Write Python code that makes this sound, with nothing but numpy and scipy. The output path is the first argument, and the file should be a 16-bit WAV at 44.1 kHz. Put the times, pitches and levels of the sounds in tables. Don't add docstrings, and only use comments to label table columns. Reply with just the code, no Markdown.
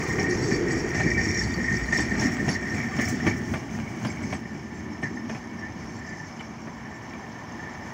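import sys
import numpy as np
from scipy import signal
from scipy.fft import rfft, irfft, next_fast_len
from scipy.io import wavfile
from scipy.ndimage import uniform_filter1d, map_coordinates

SR = 44100
rng = np.random.default_rng(int(sys.argv[2]) if len(sys.argv) > 2 else 0)


def to_wav(sig):
    pcm = np.clip(np.atleast_2d(sig), -1, 1) * 32767
    pcm = np.round(pcm).astype(np.int16)
    wavfile.write(sys.argv[1], SR, pcm.T)


N = 349713
T = np.arange(N) / SR
PASS_S = 3.1

# t/s, body rumble/dB, rail roar/dB, flange sizzle/dB
ROLLING_LEVELS = [(0, -34.5, -36.5, -39.5), (0.2, -30, -38.5, -43.5), (0.6, -31.5, -37.5, -44.5),
                  (0.9, -33.5, -39.5, -43), (1.08, -28.5, -39.5, -45), (1.45, -30, -41, -43),
                  (1.85, -33.5, -41.5, -44), (2.2, -29, -36, -42.5), (2.62, -36.5, -42, -47.5),
                  (3.1, -31.5, -38.5, -46.5), (3.48, -31, -43.5, -51), (3.65, -39.5, -44, -53),
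                  (4.15, -34, -42.5, -51), (4.45, -39, -48, -56), (5.45, -42.5, -50, -55),
                  (5.9, -40, -47.5, -53), (6.7, -45, -48, -56), (7.93, -45.5, -48, -54)]
# f/Hz, level/dB
REAR_RAIL_SPECTRUM = [(200, -20), (510, -5.5), (620, 4), (780, 3), (1130, -5), (1330, -5), (1650, -1.5),
                      (2100, -6.5), (2350, -1.5), (2550, -13), (2950, -8.5), (3700, -22), (5000, -22.5),
                      (16000, -45)]
# f/Hz, level/dB
THUD_SPECTRUM = [(25, -23), (60, -25), (100, 4.5), (240, 6.5), (350, -0.5), (500, -9.5), (1000, -37),
                 (4000, -78)]
# f/Hz, width/Hz, level/dB
FRAME_MODES = [(344, 49, 3.5), (609, 50, -2), (756, 33, 2), (866, 18, -0.5), (1057, 76, -4.5),
               (1167, 30, 1), (1480, 77, -4), (1657, 17, -5.5), (2090, 60, -3), (2325, 30, 0.5),
               (2500, 44, -5.5), (3080, 18, -33), (3220, 41, -13.5)]
# f/Hz, width/Hz, level/dB
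LOW_WHEEL_MODES = [(1806, 53.6, -2.5), (1883, 111, -7.5), (1996, 155, -12.5)]
# f/Hz, width/Hz, level/dB
FRONT_RIM_MODES = [(3536, 25, -15.5), (4100, 60, -8), (4550, 16, -3.5), (5435, 54, 4), (5510, 120, 1.5),
                   (5680, 76, -6.5), (6180, 220, -4), (6270, 37, -9.5), (6600, 36, -5), (6800, 70, -9),
                   (7600, 66, -7)]


def amp(db):
    return 10 ** (np.asarray(db) / 20)


def unit(x):
    return x / np.sqrt(np.mean(x ** 2) + 1e-20)


def curves(rows):
    times, *columns = np.transpose(rows)
    return [np.interp(T, times, column) for column in columns]


def wobble(rate):
    knots = rng.standard_normal(int(T[-1] * rate) + 4)
    coarse = T[::100]
    return np.interp(T, coarse, map_coordinates(knots, [coarse * rate], order=3))


def white():
    return rng.standard_normal(N)


def band(points):
    hz, db = np.transpose(points)
    return lambda f: amp(np.interp(np.log(f + 1), np.log(hz), db))


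def steel(modes, lo_hz, hi_hz):
    def response(f):
        ringing = sum((-1) ** k * amp(db) * 1j * f * width / (hz * hz - f * f + 1j * f * width)
                      for k, (hz, width, db) in enumerate(modes))
        return ringing / np.sqrt((1 + (lo_hz / (f + 1)) ** 16) * (1 + (f / hi_hz) ** 40))
    return response


def filtered(x, response):
    size = next_fast_len(N + 8192)
    gain = response(np.fft.rfftfreq(size, 1 / SR))
    return irfft(rfft(x, size) * gain / np.sqrt(np.mean(abs(gain) ** 2)), size)[:N]


def blows(times, levels_db, rise, t60):
    power, t = np.zeros(N + SR), np.arange(SR // 2) / SR
    shape = (1 - np.exp(-t / rise)) * amp(-60 * t / t60)
    for s, db in zip(times, levels_db):
        power[round(s * SR):][:len(t)] += (amp(db) * shape / shape.max()) ** 2
    return np.sqrt(power[:N]) * white()


def spells(rows, attack, release):
    power = np.zeros(N)
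    for start, length, db in rows:
        rise = 1 - np.exp(-np.maximum(T - start, 0) / attack)
        fall = np.exp(-np.maximum(T - start - length, 0) / release)
        power += (amp(db) * rise * fall) ** 2
    return np.sqrt(power)


def nearness(closest_s, length_s):
    return 1 / np.hypot(1, (T - closest_s) / length_s)


def doppler(x, mach=0.018, length_s=0.99):
    speed = 1 - mach * np.tanh((T - PASS_S) / length_s)
    return map_coordinates(x, [np.cumsum(speed)], order=3, mode="wrap")


def dulled(x, edge_hz, near_db, length_s):
    low = signal.sosfiltfilt(signal.butter(4, edge_hz, fs=SR, output="sos"), x)
    return low + amp(near_db) * nearness(PASS_S, length_s) * (x - low)


def bogies(front, rear, swap_s=3.44, length_s=0.18):
    rear_share = (1 + np.tanh((T - swap_s) / length_s)) / 2
    return np.sqrt(1 - rear_share) * unit(front) + np.sqrt(rear_share) * unit(rear)


def turn_db(turn_s=0.257, heaviest_s=2.245):
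    angle = 2 * np.pi * (T - heaviest_s) / turn_s
    return 2.5 * (np.cos(angle) + 0.3 * np.cos(2 * angle)) * nearness(closest_s=2.9, length_s=2.6) ** 2


def contact(rate, spread_db, share):
    hit = rng.random(N) < rate / SR
    roughness, knocks = white(), np.zeros(N)
    knocks[hit] = amp(spread_db * np.clip(roughness[hit], -2, 2))
    return np.sqrt(share) * unit(knocks - knocks.mean()) + np.sqrt(1 - share) * roughness


def wandering_modes(modes, flare_db, knock_rate):
    out = np.zeros(N)
    for hz, width, db in modes:
        force = contact(rate=knock_rate, spread_db=4, share=0.6)
        ring = signal.lfilter(*signal.iirpeak(hz, hz / width, SR), force)
        out += amp(db + flare_db * wobble(22)) * unit(ring)
    return doppler(out)


def rolling():
    # f/Hz, level/dB
    body_spectrum = [(20, -42), (40, -34), (60, -17), (80, 0.5), (110, 1), (160, -0.5), (200, 0.5),
                     (230, -11), (275, -5), (360, -8.5), (440, -16), (520, -41), (900, -34), (2000, -84)]
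    front_rail_spectrum = [(200, -33), (480, -6), (720, 5), (1000, -12), (1250, -2), (1520, 0.5),
                           (2000, 3.5), (2300, -2.5), (2580, -9.5), (3150, -10.5), (3800, -22), (5000, -29),
                           (8000, -40), (16000, -49)]
    frame_radiation = [(200, -24), (500, 2.5), (2400, -1.5), (3800, -22), (8000, -50)]
    body_db, rail_db, _ = curves(ROLLING_LEVELS)
    load_db = turn_db() + wobble(24)
    rumble = unit(filtered(contact(rate=90, spread_db=2, share=0.2), band(body_spectrum)))
    front = filtered(contact(rate=160, spread_db=6.5, share=0.18), band(front_rail_spectrum))
    rear = filtered(contact(rate=160, spread_db=6.5, share=0.18), band(REAR_RAIL_SPECTRUM))
    roar = dulled(bogies(front, rear), edge_hz=2940, near_db=2, length_s=1.7)
    frame = wandering_modes(FRAME_MODES, flare_db=3.5, knock_rate=30)
    clatter = unit(filtered(frame, band(frame_radiation)))
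    track = amp(-0.6) * roar + amp(-6) * clatter
    return amp(body_db + 1.05 * load_db) * rumble + amp(rail_db + 0.5 * load_db) * track


def wheel_ring():
    # t/s, level/dB
    ring_levels = [(0, -38), (0.9, -38), (1.2, -38), (1.6, -37.5), (2.4, -37.5), (3.2, -40), (3.7, -51),
                   (5.6, -49), (6.5, -56), (7.7, -45), (7.93, -45.5)]
    # t/s, length/s, level/dB
    songs = [(0.09, 0.025, -33), (0.3, 0.028, -31.5), (0.66, 0.12, -34.5), (1.06, 0.06, -27),
             (1.17, 0.044, -25), (1.25, 0.17, -31.5), (1.65, 0.13, -32), (1.925, 0.042, -25),
             (2.1, 0.048, -31), (2.22, 0.045, -28), (2.52, 0.05, -33), (2.99, 0.036, -25),
             (3.18, 0.16, -37.5), (5.03, 0.042, -30), (5.43, 0.03, -49), (5.61, 0.073, -40.5),
             (5.97, 0.29, -44), (6.83, 0.3, -50.5), (7.62, 0.125, -44.5)]
    ring_db, = curves(ring_levels)
    force = contact(rate=60, spread_db=4, share=0.23)
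    ring = filtered(force, steel(LOW_WHEEL_MODES, lo_hz=1650, hi_hz=2340))
    gain = np.hypot(amp(ring_db + 1.5 * wobble(15)), spells(songs, attack=0.0062, release=0.012))
    return gain * unit(doppler(ring))


def wheel_rasp():
    # f/Hz, width/Hz, level/dB
    second_modes = [(2026, 63, -2.5), (2266, 53, 4)]
    # t/s, length/s, level/dB
    rasps = [(0.18, 0.044, -38.5), (0.51, 0.066, -38), (0.97, 0.42, -37), (2.74, 0.097, -37),
             (2.99, 0.089, -38), (3.26, 0.055, -32.5), (3.82, 0.14, -46), (4.06, 0.27, -45.5),
             (7.02, 0.07, -52)]
    _, _, sizzle_db = curves(ROLLING_LEVELS)
    force = contact(rate=70, spread_db=5.5, share=0.53)
    rasp = filtered(force, steel(second_modes, lo_hz=1950, hi_hz=2580))
    gain = np.hypot(amp(sizzle_db - 2), spells(rasps, attack=0.004, release=0.012))
    return gain * unit(doppler(rasp))


def flanges():
    # f/Hz, level/dB
    rub_spectrum = [(2000, -45), (3900, -14.5), (4400, -6), (5000, 1), (5500, 2.5), (6000, -1), (6500, 2),
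                    (7100, -4.5), (7600, -8), (8200, -43), (9000, -25), (9750, -13.5), (11000, -29.5),
                    (16000, -28)]
    rim_radiation = [(2900, -40), (3550, 3.5), (3850, -16), (4150, -1.5), (7900, 0), (8800, -35)]
    # f/Hz, width/Hz, level/dB
    rear_rim_modes = [(4420, 140, -11), (5000, 37, -7.5), (5390, 35, 1.5), (5660, 56, 3.5),
                      (6200, 66, -0.5), (6430, 62, 1), (6640, 86, -6.5), (7430, 91, -7), (8200, 50, -23)]
    # t/s, length/s, level/dB
    rubs = [(0.07, 0.16, -44.5), (0.29, 0.28, -38.5), (0.7, 0.097, -39), (0.95, 0.19, -39.5),
            (1.17, 0.28, -37), (1.72, 0.054, -43), (1.92, 0.11, -35), (2.19, 0.077, -35.5),
            (2.48, 0.074, -36.5), (2.98, 0.18, -43.5), (3.26, 0.044, -41), (4.05, 0.07, -49),
            (4.22, 0.15, -46.5), (5.29, 0.088, -47.5), (5.9, 0.58, -54.5)]
    _, _, sizzle_db = curves(ROLLING_LEVELS)
    rub = unit(doppler(filtered(contact(rate=300, spread_db=6.5, share=0.17), band(rub_spectrum))))
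    front = wandering_modes(FRONT_RIM_MODES, flare_db=3.5, knock_rate=35)
    rear = wandering_modes(rear_rim_modes, flare_db=3, knock_rate=46)
    rims = unit(filtered(bogies(front, rear), band(rim_radiation)))
    gain = np.hypot(amp(sizzle_db + 1 + 0.67 * turn_db()), spells(rubs, attack=0.0047, release=0.019))
    return gain * amp(1.3 * wobble(24)) * (amp(-3.5) * rims + amp(-7) * rub)


def shell():
    # f/Hz, level/dB
    hum_spectrum = [(100, -57), (195, -22), (218, -1.5), (231, 1.5), (248, -5), (290, -11.5), (360, -17.5),
                    (520, -46), (1000, -75)]
    boom_spectrum = [(20, -33), (38, -24), (54, -6), (64, 3.5), (85, -17), (150, -39), (400, -83)]
    # t/s, length/s, level/dB
    swells = [(1.97, 0.049, -30), (2.21, 0.073, -24), (3.22, 0.12, -27.5), (4.03, 0.029, -32),
              (4.85, 0.082, -33.5), (5.08, 0.22, -34), (5.45, 0.1, -36)]
    # t/s, level/dB
    jolts = [(1.04, -22), (1.571, -26.5), (1.73, -37), (2.11, -29.5), (2.39, -26), (2.71, -30),
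             (3.12, -28.5), (3.47, -39), (4.24, -32.5), (5.75, -40.5), (5.94, -37)]
    passing_gain = amp(-33.5 + 0.42 * turn_db()) * nearness(closest_s=2.55, length_s=1.05)
    hum_gain = np.hypot(passing_gain, spells(swells, attack=0.013, release=0.026))
    hum = unit(doppler(filtered(white(), band(hum_spectrum))))
    boom_gain = amp(-39.5 + 2.3 * wobble(7)) * nearness(closest_s=1.54, length_s=0.52)
    boom = unit(filtered(white(), band(boom_spectrum)))
    thuds = filtered(blows(*np.transpose(jolts), rise=0.017, t60=0.21), band(THUD_SPECTRUM))
    return hum_gain * hum + boom_gain * boom + thuds


def running_gear():
    # t/s, level/dB
    drone_levels = [(0, -33), (.2, -30), (.55, -27.5), (.8, -28), (.95, -39), (1.15, -31), (1.5, -43),
                    (3.7, -45), (7.93, -59.5)]
    # f/Hz, level/dB
    drone_spectrum = [(100, -15), (270, -5.5), (330, 3), (390, 1), (470, -7.5), (570, -23), (1200, -81)]
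    level_db, = curves(drone_levels)
    return amp(level_db) * unit(doppler(filtered(white(), band(drone_spectrum))))


def scrape():
    # t/s, length/s, level/dB
    slides = [(0.0, 0.25, -56), (2.2, 0.15, -52), (3.0, 0.11, -42.5)]
    # f/Hz, level/dB
    hiss_spectrum = [(3000, -24), (6000, 17), (8500, 2), (10000, -4.5), (13000, -10.5), (14300, -4),
                     (15400, 4), (16500, -4.5)]
    _, _, sizzle_db = curves(ROLLING_LEVELS)
    alongside = np.exp(-(T - 3.47) ** 2)
    light = amp(sizzle_db - 15 + 10 * alongside)
    biting = spells(slides, attack=0.013, release=0.041)
    gain = np.hypot(light, biting)
    flutter_db = (3.2 + 1.8 * biting / gain) * wobble(55)
    return gain * amp(flutter_db + 0.48 * turn_db()) * unit(filtered(white(), band(hiss_spectrum)))


def traffic():
    # t/s, level/dB
    road_levels = [(0, -43.5), (3, -44.5), (4.7, -50), (5.8, -45), (6.6, -45.5), (7.93, -42)]
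    # f/Hz, level/dB
    road_spectrum = [(25, -29), (70, 0.5), (210, 6.5), (350, 1), (510, -6), (750, -2.5), (990, 2),
                     (1300, -7), (1800, -13.5), (2500, -20.5), (3000, -15.5), (3800, -23.5), (6200, -30.5),
                     (8200, -42), (15000, -41.5)]
    level_db, = curves(road_levels)
    return amp(level_db + 1.3 * wobble(1.39)) * unit(filtered(white(), band(road_spectrum)))


def chinks(rows, t60, click_db):
    out, t = np.zeros(N + SR), np.arange(SR // 5) / SR
    ring_shape = (1 - np.exp(-t / 0.0011)) * amp(-60 * t / t60)
    click_shape = amp(click_db - 60 * t / 0.028)
    for s, db, hz in rows:
        phase = 2 * np.pi * hz * t
        pair = np.sin(phase) + 0.73 * np.sin(phase * (1 + 0.011 * rng.standard_normal()))
        low_noise = uniform_filter1d(uniform_filter1d(rng.standard_normal(len(t)), size=9), size=12)
        click = np.cos(phase) * unit(low_noise)
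        out[round(s * SR):][:len(t)] += amp(db) * (pair * ring_shape + click * click_shape)
    return out[:N]


def fittings():
    # t/s, level/dB, f/Hz
    ticks = [(.295, -51, 9500), (.53, -38, 4550), (1.345, -28, 5640), (1.435, -39, 4580), (1.54, -35, 4580),
             (1.935, -41.5, 7750), (1.975, -30, 5500), (2.005, -35, 7720), (2.497, -42.5, 10000),
             (2.53, -34, 5400), (3.098, -53, 9700), (3.542, -53, 8250), (4.066, -54, 10350),
             (4.07, -42.5, 4830), (4.1, -42, 7500), (4.228, -49, 7900), (4.34, -47, 7900),
             (5.018, -56, 8200), (6.395, -42, 3000), (6.408, -38, 2244), (7.135, -39, 2300)]
    _, _, sizzle_db = curves(ROLLING_LEVELS)
    when, strength, smallness = rng.random((300, 3)).T
    times = when * T[-1]
    hz = 5200 * 2.35 ** smallness
    screened_db = 4 * np.clip(abs(times - PASS_S) - 1, 0, 2)
    db = np.interp(times, T, sizzle_db) - 6 + 5 * strength - 18 * smallness - screened_db
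    return chinks(ticks, t60=0.1, click_db=-4) + chinks(zip(times, db, hz), t60=0.17, click_db=1)


def joints():
    # t/s, clank/dB, thud/dB, wheel ring/dB
    crossings = [(0.184, -34.5, -29.5, -26.5), (.509, -37, -24, -24), (0.944, -34.5, -34, -22.5),
                 (0.998, -31.5, -35, -23.5), (1.921, -35.5, -33, -21), (1.984, -33.5, -27, -21),
                 (2.212, -32.5, -27, -28), (2.479, -29.5, -23.5, -24.5), (2.986, -31.5, -25, -32),
                 (3.265, -27.5, -23.5, -24), (3.537, -31.5, -31, -34.5), (4.047, -31.5, -28, -45),
                 (4.325, -31, -33, -34), (5.026, -37.5, -27, -29.5), (5.294, -35.5, -34, -42),
                 (5.348, -38.5, -40, -47), (6.402, -39.5, -54, -53), (6.671, -44, -39, -43)]
    times, clank_db, thud_db, ring_db = np.transpose(crossings)
    crack = filtered(blows(times, clank_db, rise=0.00072, t60=0.18), band(REAR_RAIL_SPECTRUM))
    clank = filtered(blows(times, clank_db + 3.5, rise=0.00026, t60=0.037),
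                     steel(FRAME_MODES, lo_hz=250, hi_hz=3740))
    thud = filtered(blows(times, thud_db, rise=0.0078, t60=0.13), band(THUD_SPECTRUM))
    ring = filtered(blows(times, ring_db - 4.5, rise=0.0023, t60=0.14),
                    steel(LOW_WHEEL_MODES, lo_hz=1650, hi_hz=2370))
    rim = filtered(blows(times, ring_db - 19, rise=0.0042, t60=0.3),
                   steel(FRONT_RIM_MODES, lo_hz=3400, hi_hz=7800))
    return dulled(crack, edge_hz=2700, near_db=1.5, length_s=2.4) + clank + thud + ring + rim


def pings():
    # t/s, relative level/dB
    pits = [(1.642, -27.5), (2.4, -30), (3.749, -39.5), (4.454, -40.5), (4.95, -41.5), (5.171, -37.5)]
    taps = np.zeros(N)
    for s, db in pits:
        taps[round(s * SR)] = amp(db + 27)
    return filtered(taps, steel(LOW_WHEEL_MODES, lo_hz=1650, hi_hz=2290))


def scene():
    tram = rolling() + wheel_ring() + wheel_rasp() + flanges() + shell() + running_gear() + scrape()
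    knocks = joints() + pings() + fittings()
    return (tram + knocks + traffic())[None]


def record(dry, top_hz=15750):
    return irfft(rfft(dry) * (np.fft.rfftfreq(N, 1 / SR) < top_hz), N)


dry = scene()
out = record(dry)
to_wav(out)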